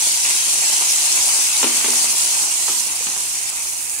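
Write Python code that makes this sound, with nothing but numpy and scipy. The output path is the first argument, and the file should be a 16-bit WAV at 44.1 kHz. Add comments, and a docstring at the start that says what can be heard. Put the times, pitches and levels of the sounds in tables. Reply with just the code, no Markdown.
"""A small kitchen, close to a pot of milk pudding, two microphones a hand apart.
Hot ghee with fried nuts is poured on and sizzles: water flashes to steam in thousands of tiny bursts,
over a few larger bubbles and the simmer of the pudding. The sizzle dies down as a steel ladle
stirs it in, knocking on the pot, rocking it on the stove and scraping its bottom."""
import sys
import numpy as np
from scipy import signal
from scipy.fft import rfft, irfft, next_fast_len
from scipy.io import wavfile
from scipy.ndimage import map_coordinates

SR = 44100
rng = np.random.default_rng(int(sys.argv[2]) if len(sys.argv) > 2 else 0)


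def wav_record(signal):
    """Record a signal, one row per channel, as 16-bit PCM in the file named by sys.argv[1]."""
    frames = np.transpose(np.atleast_2d(signal))
    bounded = np.clip(frames, -1, 1)
    # unit amplitude maps onto the largest positive 16-bit level
    quanta = np.round(bounded * 32767).astype(np.int16)
    wavfile.write(sys.argv[1], SR, quanta)


N = 176400  # 4 s


def amp(db):
    return 10 ** (np.asarray(db) / 20)


def unit(x):
    """Scaled to rms 1."""
    return x / np.sqrt(np.mean(x ** 2) + 1e-20)


def along(points, hz):
    """Points (f/Hz, value) interpolated on a log frequency axis."""
    freqs, values = np.transpose(points)
    return np.interp(np.log(hz + 1), np.log(freqs + 1), values)


def curve(points):
    """Points (t/s, value) interpolated to one value per sample."""
    return np.interp(np.arange(N) / SR, *np.transpose(points))


def wobble(per_s):
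    """A smooth random curve with per_s knots a second."""
    return map_coordinates(rng.standard_normal(4096), [np.arange(N) * per_s / SR], mode="wrap")


def filtered(x, response):
    """x through a gain that depends on frequency."""
    n = x.shape[-1]
    padded = next_fast_len(n + SR // 4)
    return irfft(rfft(x, padded) * response(np.fft.rfftfreq(padded, 1 / SR)), padded)[..., :n]


def coloured(x, colour):
    """x shaped by a spectrum (f/Hz, level/dB), at rms 1."""
    return unit(filtered(x, lambda hz: amp(along(colour, hz))))


def panned(db):
    """Left and right gains for a level difference, left minus right."""
    return amp(np.array([db, -db]).reshape(2, -1) / 2)


def add(out, start_s, sound):
    """Mix a sound into both channels."""
    i = max(round(start_s * SR), 0)
    out[:, i:i + sound.shape[1]] += sound[:, :N - i]


def bursts(per_s, spread_db, lag_ms, scatter_ms):
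    """Clicks of random size from all over the pot, on average lag_ms later at the left microphone."""
    pool = 80000
    when, size = rng.random(pool), rng.exponential(size=pool)
    place, sign = rng.standard_normal(pool), rng.choice([-1, 1], pool)
    sounding = np.arange(pool) < per_s * N / SR
    height = sign * amp(spread_db * np.minimum(size, 2 * np.pi)) * sounding
    lag = (lag_ms + scatter_ms * place) * SR / 1000
    return np.array([np.bincount((when * N + delay).astype(int) % N, height, N) for delay in (lag, 0)])


def bubbles(per_s, hz, octaves, cycles, spread_db, rise, lag_ms):
    """Short tones that fall 60 dB in `cycles` periods, each rising in pitch as its bubble surfaces."""
    pool = 8000
    draws = np.c_[rng.random((pool, 2)), rng.standard_normal((pool, 2)), rng.exponential(size=pool)]
    when, coin, pitch, place, size = draws[:int(per_s * N / SR)].T[..., None]
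    samples = np.arange(1024)
    periods = np.minimum(hz * 2 ** (octaves * pitch), SR / 2) * samples / SR
    envelope = amp(spread_db * np.minimum(size, np.pi) - 60 * periods / cycles)
    tones = np.sign(coin - .5) * envelope * np.sin(2 * np.pi * periods * (1 + rise * periods / cycles))
    lag = lag_ms * (1 + place / 2) * SR / 1000
    arrivals = [((when * N + delay).astype(int) + samples) % N for delay in (lag, 0)]
    return unit(np.array([np.bincount(at.ravel(), tones.ravel(), N) for at in arrivals]))


# Reverberation of the small kitchen: f/Hz, t60/s
KITCHEN_DECAY = [(150, 0.21), (1000, 0.47), (4000, 0.15), (12000, 0.073)]
def kitchen(x, wet_db):
    """Adds the room's short tail; bursts from ever new spots meet ever new reflections."""
    block = 4096
    starts = np.arange(0, N, block)
    hz, t, noise = signal.stft(rng.standard_normal((len(starts), 2, 2 * block)), SR, nperseg=256)
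    decay = amp(-60 * t / along(KITCHEN_DECAY, hz)[:, None])
    _, tails = signal.istft(noise * decay, SR, nperseg=256)
    out = x.copy()
    for i, tail in zip(starts, tails):
        reflections = signal.fftconvolve(x[:, i:i + block], tail / np.linalg.norm(tail[0]), axes=1)
        add(out, i / SR, amp(wet_db) * reflections)
    return out


# Spectrum of the kitchen's background: f/Hz, level/dB
ROOM_COLOUR = [(20, -2), (50, -13), (64, 5), (79, -11), (105, 1.5), (135, -4.5), (158, -1.5), (180, -20.5),
               (400, -6), (2000, -51)]
def room_tone():
    """A faint low rumble, nearly the same at both microphones."""
    noise = rng.standard_normal(N) + 0.089 * rng.standard_normal((2, N))
    return amp(-55.5) * coloured(noise, ROOM_COLOUR)


# Spectrum of the thick pudding: f/Hz, level/dB
PUDDING_COLOUR = [(100, -48), (190, -12.5), (250, -10), (330, -1.5), (420, -8.5), (540, -9.5), (700, -0.5),
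                  (950, 3.5), (1200, -2), (1600, -4.5), (2200, -52), (3500, -28), (6000, -50)]
# Course of the simmer down in the pot: t/s, relative level/dB
SIMMER_LEVEL = [(0, -40), (.55, -40), (.7, -38.5), (1.3, -38), (2.2, -38), (2.8, -42), (3.3, -43.5),
                (3.6, -44.5), (4, -46.5)]
def simmer():
    """The thick pudding blips and murmurs under the fat."""
    murmur = coloured(bursts(per_s=1500, spread_db=1.5, lag_ms=0.2, scatter_ms=0.018), PUDDING_COLOUR)
    blips = bubbles(per_s=110, hz=927, octaves=0.356, cycles=19, spread_db=6, rise=0.064, lag_ms=0.12)
    level_db = curve(SIMMER_LEVEL) + 2 + wobble(per_s=12)
    return unit(kitchen(murmur + amp(-9) * blips, wet_db=-11.5)) * amp(level_db)


# Spectrum of the pot against the stove: f/Hz, level/dB
STOVE_COLOUR = [(60, -25), (150, 0), (290, 7), (380, -17), (800, -28)]
# Thumps under the pot: t/s, level/dB
POT_BUMPS = [(2.682, -45), (3.066, -35.5), (3.162, -51)]
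def pot_bumps():
    """The stirred pot rocks on the stove with soft low thumps."""
    out, t = np.zeros((2, N)), np.arange(SR // 4) / SR
    attack_s, t60_s = 0.002, 0.14
    for start_s, db in POT_BUMPS:
        envelope = amp(db - 60 * t / t60_s) * (1 - np.exp(-t / attack_s))
        add(out, start_s, envelope * coloured(rng.standard_normal((1, len(t))), STOVE_COLOUR))
    return out


# Spectrum of the ladle's rim on the pot: f/Hz, level/dB
RIM_COLOUR = [(900, -39), (1800, -3), (2250, 2), (2550, 5), (2900, -31), (4500, -34)]
# Drags over the bottom of the pot: t/s, length/s, level/dB
LADLE_DRAGS = [(3.367, 0.15, -39), (3.531, 0.12, -37), (3.655, 0.058, -38.5)]
def ladle_scrape():
    """The ladle's rim catches and slips on the pot in quick grains."""
    slips = coloured(bursts(per_s=2900, spread_db=3, lag_ms=0.34, scatter_ms=0.019), RIM_COLOUR)
    strokes = sum(amp(db) * curve([(s, 0), (s + length / 3, 1), (s + length * .83, 1), (s + length, 0)])
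                  for s, length, db in LADLE_DRAGS)
    return slips * strokes


# Modes of the pot full of pudding: f/Hz, level/dB, t60/s
POT_MODES = [(239.6, -4, 0.71), (335, -5.5, 0.58), (409.4, 1, 0.22), (459, -10, 0.23), (532, -8.5, 0.16),
             (825, -14, 0.13), (905, -13, 0.33)]
# Spectra of the pot's thud, the contact's clack and the steel damped by pudding: f/Hz, level/dB
THUD_COLOUR = [(100, -40), (190, -7), (250, -0.5), (430, -1), (600, -9), (900, -5), (2000, -30)]
CLACK_COLOUR = [(300, -1), (700, -3.5), (1100, 6), (1600, -1.5), (2600, 3.5), (4000, -13), (8000, -35)]
STEEL_COLOUR = [(1500, -44), (2400, -8), (2800, 3), (3350, -4), (3800, -5), (6000, -33)]
# Ladle on the pot, close by, in relative levels: t/s, thud/dB, pot ring/dB, clack/dB, steel/dB
LADLE_KNOCKS = [(1.6299, -18, -38, -21.5, -16), (1.6411, -18, -27, -21.5, -16), (1.669, -40, -50, -22, -30),
                (1.8439, -30, -36.5, -19, -23), (1.86, -35, -52, -27, -31), (1.8823, -24, -36.5, -27, -39),
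                (1.933, -52, -39, -25, -36), (2.681, -34, -37, -24, -50), (2.692, -35, -64, -25.5, -48),
                (3.067, -42, -49, -27, -24), (3.162, -50, -60, -31.5, -36)]
def ladle_knocks():
    """Each knock is a hard, brief contact and a short shudder of pot and steel; the pot rings on low."""
    out, t = np.zeros((2, N)), np.arange(SR * 3 // 4) / SR
    attack_s, contact_t60_s, shudder_t60_s, shudder_db = 0.00023, 0.022, 0.17, -12
    strike = amp(-60 * t / contact_t60_s) + amp(shudder_db - 60 * t / shudder_t60_s)

    def hit(colour):
        """A noise burst of that colour, always of the same energy."""
        burst = coloured(rng.standard_normal(len(t)), colour) * strike
        return burst * np.linalg.norm(strike) / np.linalg.norm(burst)

    def pot_ring():
        """Decaying modes, each struck a little harder or softer every time."""
        return sum(amp(db + rng.normal(0, 2.5) - 60 * t / t60) * np.sin(2 * np.pi * hz * t)
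                   for hz, db, t60 in POT_MODES)

    for start_s, thud_db, ring_db, clack_db, steel_db in LADLE_KNOCKS:
        steel = amp(steel_db) * np.array([hit(STEEL_COLOUR), hit(STEEL_COLOUR)])
        pot = amp(thud_db) * hit(THUD_COLOUR) + amp(ring_db) * pot_ring()
        clack = amp(clack_db) * hit(CLACK_COLOUR)
        add(out, start_s, (pot + clack + steel) * (1 - np.exp(-t / attack_s)))
    low_cut = signal.butter(N=7, Wn=220, btype="high", fs=SR, output="sos")
    return kitchen(signal.sosfilt(low_cut, out), wet_db=-8.5) * amp(-1)


# Spectrum of clicks among the nuts: f/Hz, level/dB
NUT_COLOUR = [(700, -25.5), (1500, -3.5), (2100, 3), (2750, 6), (3300, -8.5), (4200, 1), (7000, -31)]
# Course of the crackle: t/s, relative level/dB
CRACKLE_LEVEL = [(0.0, -30.5), (0.8, -31.5), (1.54, -29.5), (1.85, -28.5), (2.12, -31), (2.38, -33),
                 (3.02, -35), (3.45, -36.5), (3.69, -40.5), (4.0, -35)]
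def crackle():
    """Larger bubbles burst around the nuts."""
    clicks = coloured(bursts(per_s=2500, spread_db=0, lag_ms=0.39, scatter_ms=0.047), NUT_COLOUR)
    pops = bubbles(per_s=220, hz=2615, octaves=0.164, cycles=73, spread_db=9, rise=0.013, lag_ms=0.37)
    level_db = curve(CRACKLE_LEVEL) - 1 + 0.47 * wobble(per_s=31)
    return unit(kitchen(clicks + amp(-9.5) * pops, wet_db=-5.5)) * amp(level_db)


# Nuts tumbling into the pot: t/s, clatter/dB, plop/dB
NUT_FALLS = [(0.246, -22, -32), (.30, -24, -60), (0.621, -23.5, -31), (0.719, -34, -32.5),
             (0.808, -28, -30.5), (1.17, -28, -32.5)]
def nuts():
    """Clumps of nuts rustle against each other and sink into the pudding."""
    clatter = coloured(bursts(per_s=2900, spread_db=2, lag_ms=0.35, scatter_ms=0.027), NUT_COLOUR)
    plop = coloured(bursts(per_s=1500, spread_db=0.5, lag_ms=0.25, scatter_ms=0.039), PUDDING_COLOUR)
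    attack_s, t60_s = 0.0032, 0.22
    out = np.zeros((2, N))
    for start_s, clatter_db, plop_db in NUT_FALLS:
        age = np.maximum(np.arange(N) / SR - start_s, 0)
        envelope = (1 - np.exp(-age / attack_s)) * amp(-60 * age / t60_s)
        out += envelope * (amp(clatter_db) * clatter + amp(plop_db) * plop)
    return out


# Spectrum of one burst at close range: f/Hz, level/dB
SNAP_COLOUR = [(1500, -32), (3000, -11), (4500, -12), (6000, 13.5), (9500, 11.5), (12000, -11),
               (15500, -11)]
# Loud spits of fat: t/s, peak level before panning/dB, left minus right/dB
FAT_SPITS = [(.296, -6, 1), (0.426, -11, 2), (0.537, -11, -1), (0.855, -10, -3), (1.587, -16, 0),
             (1.738, -13, -6), (1.905, -3, -9), (2.056, -19, 4), (2.546, -8, 5), (2.8, -7, 0),
             (3.101, -10, -2), (3.501, -5, 8), (3.897, -8, -2)]
def spits():
    """Now and then one drop bursts with a sharp snap."""
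    out, t = np.zeros((2, N)), np.arange(SR // 50) / SR
    t60_s = 0.0068
    for start_s, db, pan_db in FAT_SPITS:
        snap = coloured(rng.standard_normal((2, len(t))) * amp(-60 * t / t60_s), SNAP_COLOUR)
        add(out, start_s, snap / np.abs(snap).max() * amp(db) * panned(pan_db))
    return out


def near_ticks(sizzle_db):
    """The bursts nearest the microphones stand out of the fizz as dry single ticks."""
    ticks = coloured(bursts(per_s=170, spread_db=1.1, lag_ms=.3, scatter_ms=.2), SNAP_COLOUR)
    return ticks * amp(sizzle_db - 7)


# Spectrum of a tiny steam burst, before the low cut: f/Hz, level/dB
STEAM_COLOUR = [(1500, -23), (2600, -7), (3100, -4.5), (3600, -8.5), (4400, -6), (5200, -5), (5800, -2),
                (6500, -0.5), (8000, 0.9), (9800, 1), (10700, -3), (11300, -7.5), (12200, -8.5),
                (13000, -12), (14200, -17.5), (15800, -13.5)]
# The fizz thins as the fat is stirred in: t/s, treble lift and equal cut below it/dB
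FIZZ_TILT = [(0, -0.7), (1.5, 0), (3.2, 0.5), (3.6, 1.5), (4, 6)]
# Course of the sizzle on the pudding's surface: t/s, relative level/dB
SIZZLE_LEVEL = [(0.0, -19), (0.16, -19.5), (0.19, -21.5), (0.23, -20.5), (0.46, -20.5), (0.6, -20),
                (0.65, -19.5), (1.44, -19), (1.52, -20.5), (1.63, -19), (1.66, -21.5), (1.78, -19),
                (1.82, -22), (1.88, -20), (2.04, -18), (2.08, -23), (2.11, -17.5), (2.15, -23),
                (2.18, -19.7), (2.42, -20.5), (2.48, -23.5), (2.52, -21.5), (2.76, -22.5), (2.85, -24),
                (3.09, -24.5), (3.31, -26), (3.44, -27), (3.498, -24.5), (3.508, -32), (3.56, -26),
                (3.8, -27.5), (3.9, -29), (4.0, -29)]
def sizzle(low_cut_hz=3180, treble_hz=8000):
    """Water flashes to steam in the fat: dense clicks and tiny ringing bubbles that come in flurries."""
    def steam_response(hz):
        return amp(along(STEAM_COLOUR, hz)) / np.sqrt(1 + (low_cut_hz / (hz + 1)) ** 8)

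    clicks = unit(bursts(per_s=10000, spread_db=2.5, lag_ms=.3, scatter_ms=.2))
    pings = bubbles(per_s=1000, hz=6987, octaves=.5, cycles=120, spread_db=1.5, rise=0.0041, lag_ms=.3)
    flurry_db = .25 * wobble(16) + .45 * wobble(70) + .3 * np.array([wobble(30), wobble(30)])
    fizz = unit(filtered(clicks + amp(-8) * pings, steam_response)) * amp(flurry_db)
    treble = filtered(fizz, lambda hz: 1 - 1 / (1 + (hz / treble_hz) ** 4))
    tilt = amp(curve(FIZZ_TILT))
    thinned = treble * tilt + (fizz - treble) / tilt
    level_db = curve(SIZZLE_LEVEL)
    return unit(kitchen(thinned, wet_db=4)) * amp(level_db + 3.5) + near_ticks(level_db)


# The sizzling fat drifts towards the right microphone: t/s, left minus right/dB
FAT_PAN = [(0, -1.5), (1.7, -1.7), (2.3, -3), (2.8, -4), (4, -4.5)]
def scene():
    """Fat, pudding, ladle and room as they reach the two microphones."""
    fat = (sizzle() + crackle()) * panned(curve(FAT_PAN)) + spits()
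    return fat + simmer() + nuts() + ladle_knocks() + pot_bumps() + ladle_scrape() + room_tone()


# Balance of the two microphone ports: f/Hz, left minus right/dB
PORT_BALANCE = [(100, 2), (500, 0), (1300, 3), (2500, 1.5), (3600, 3.5), (4700, 5.5), (5700, 3.5),
                (6700, -0.5), (8000, 0.5), (10500, 3), (13000, -1), (15500, 3)]
def record(dry):
    """Each microphone's port colours the sound a little; nothing passes above the band limit."""
    band_limit_hz = 15750
    return filtered(dry, lambda hz: panned(along(PORT_BALANCE, hz)) * (hz < band_limit_hz))


dry = scene()
out = record(dry)
wav_record(out)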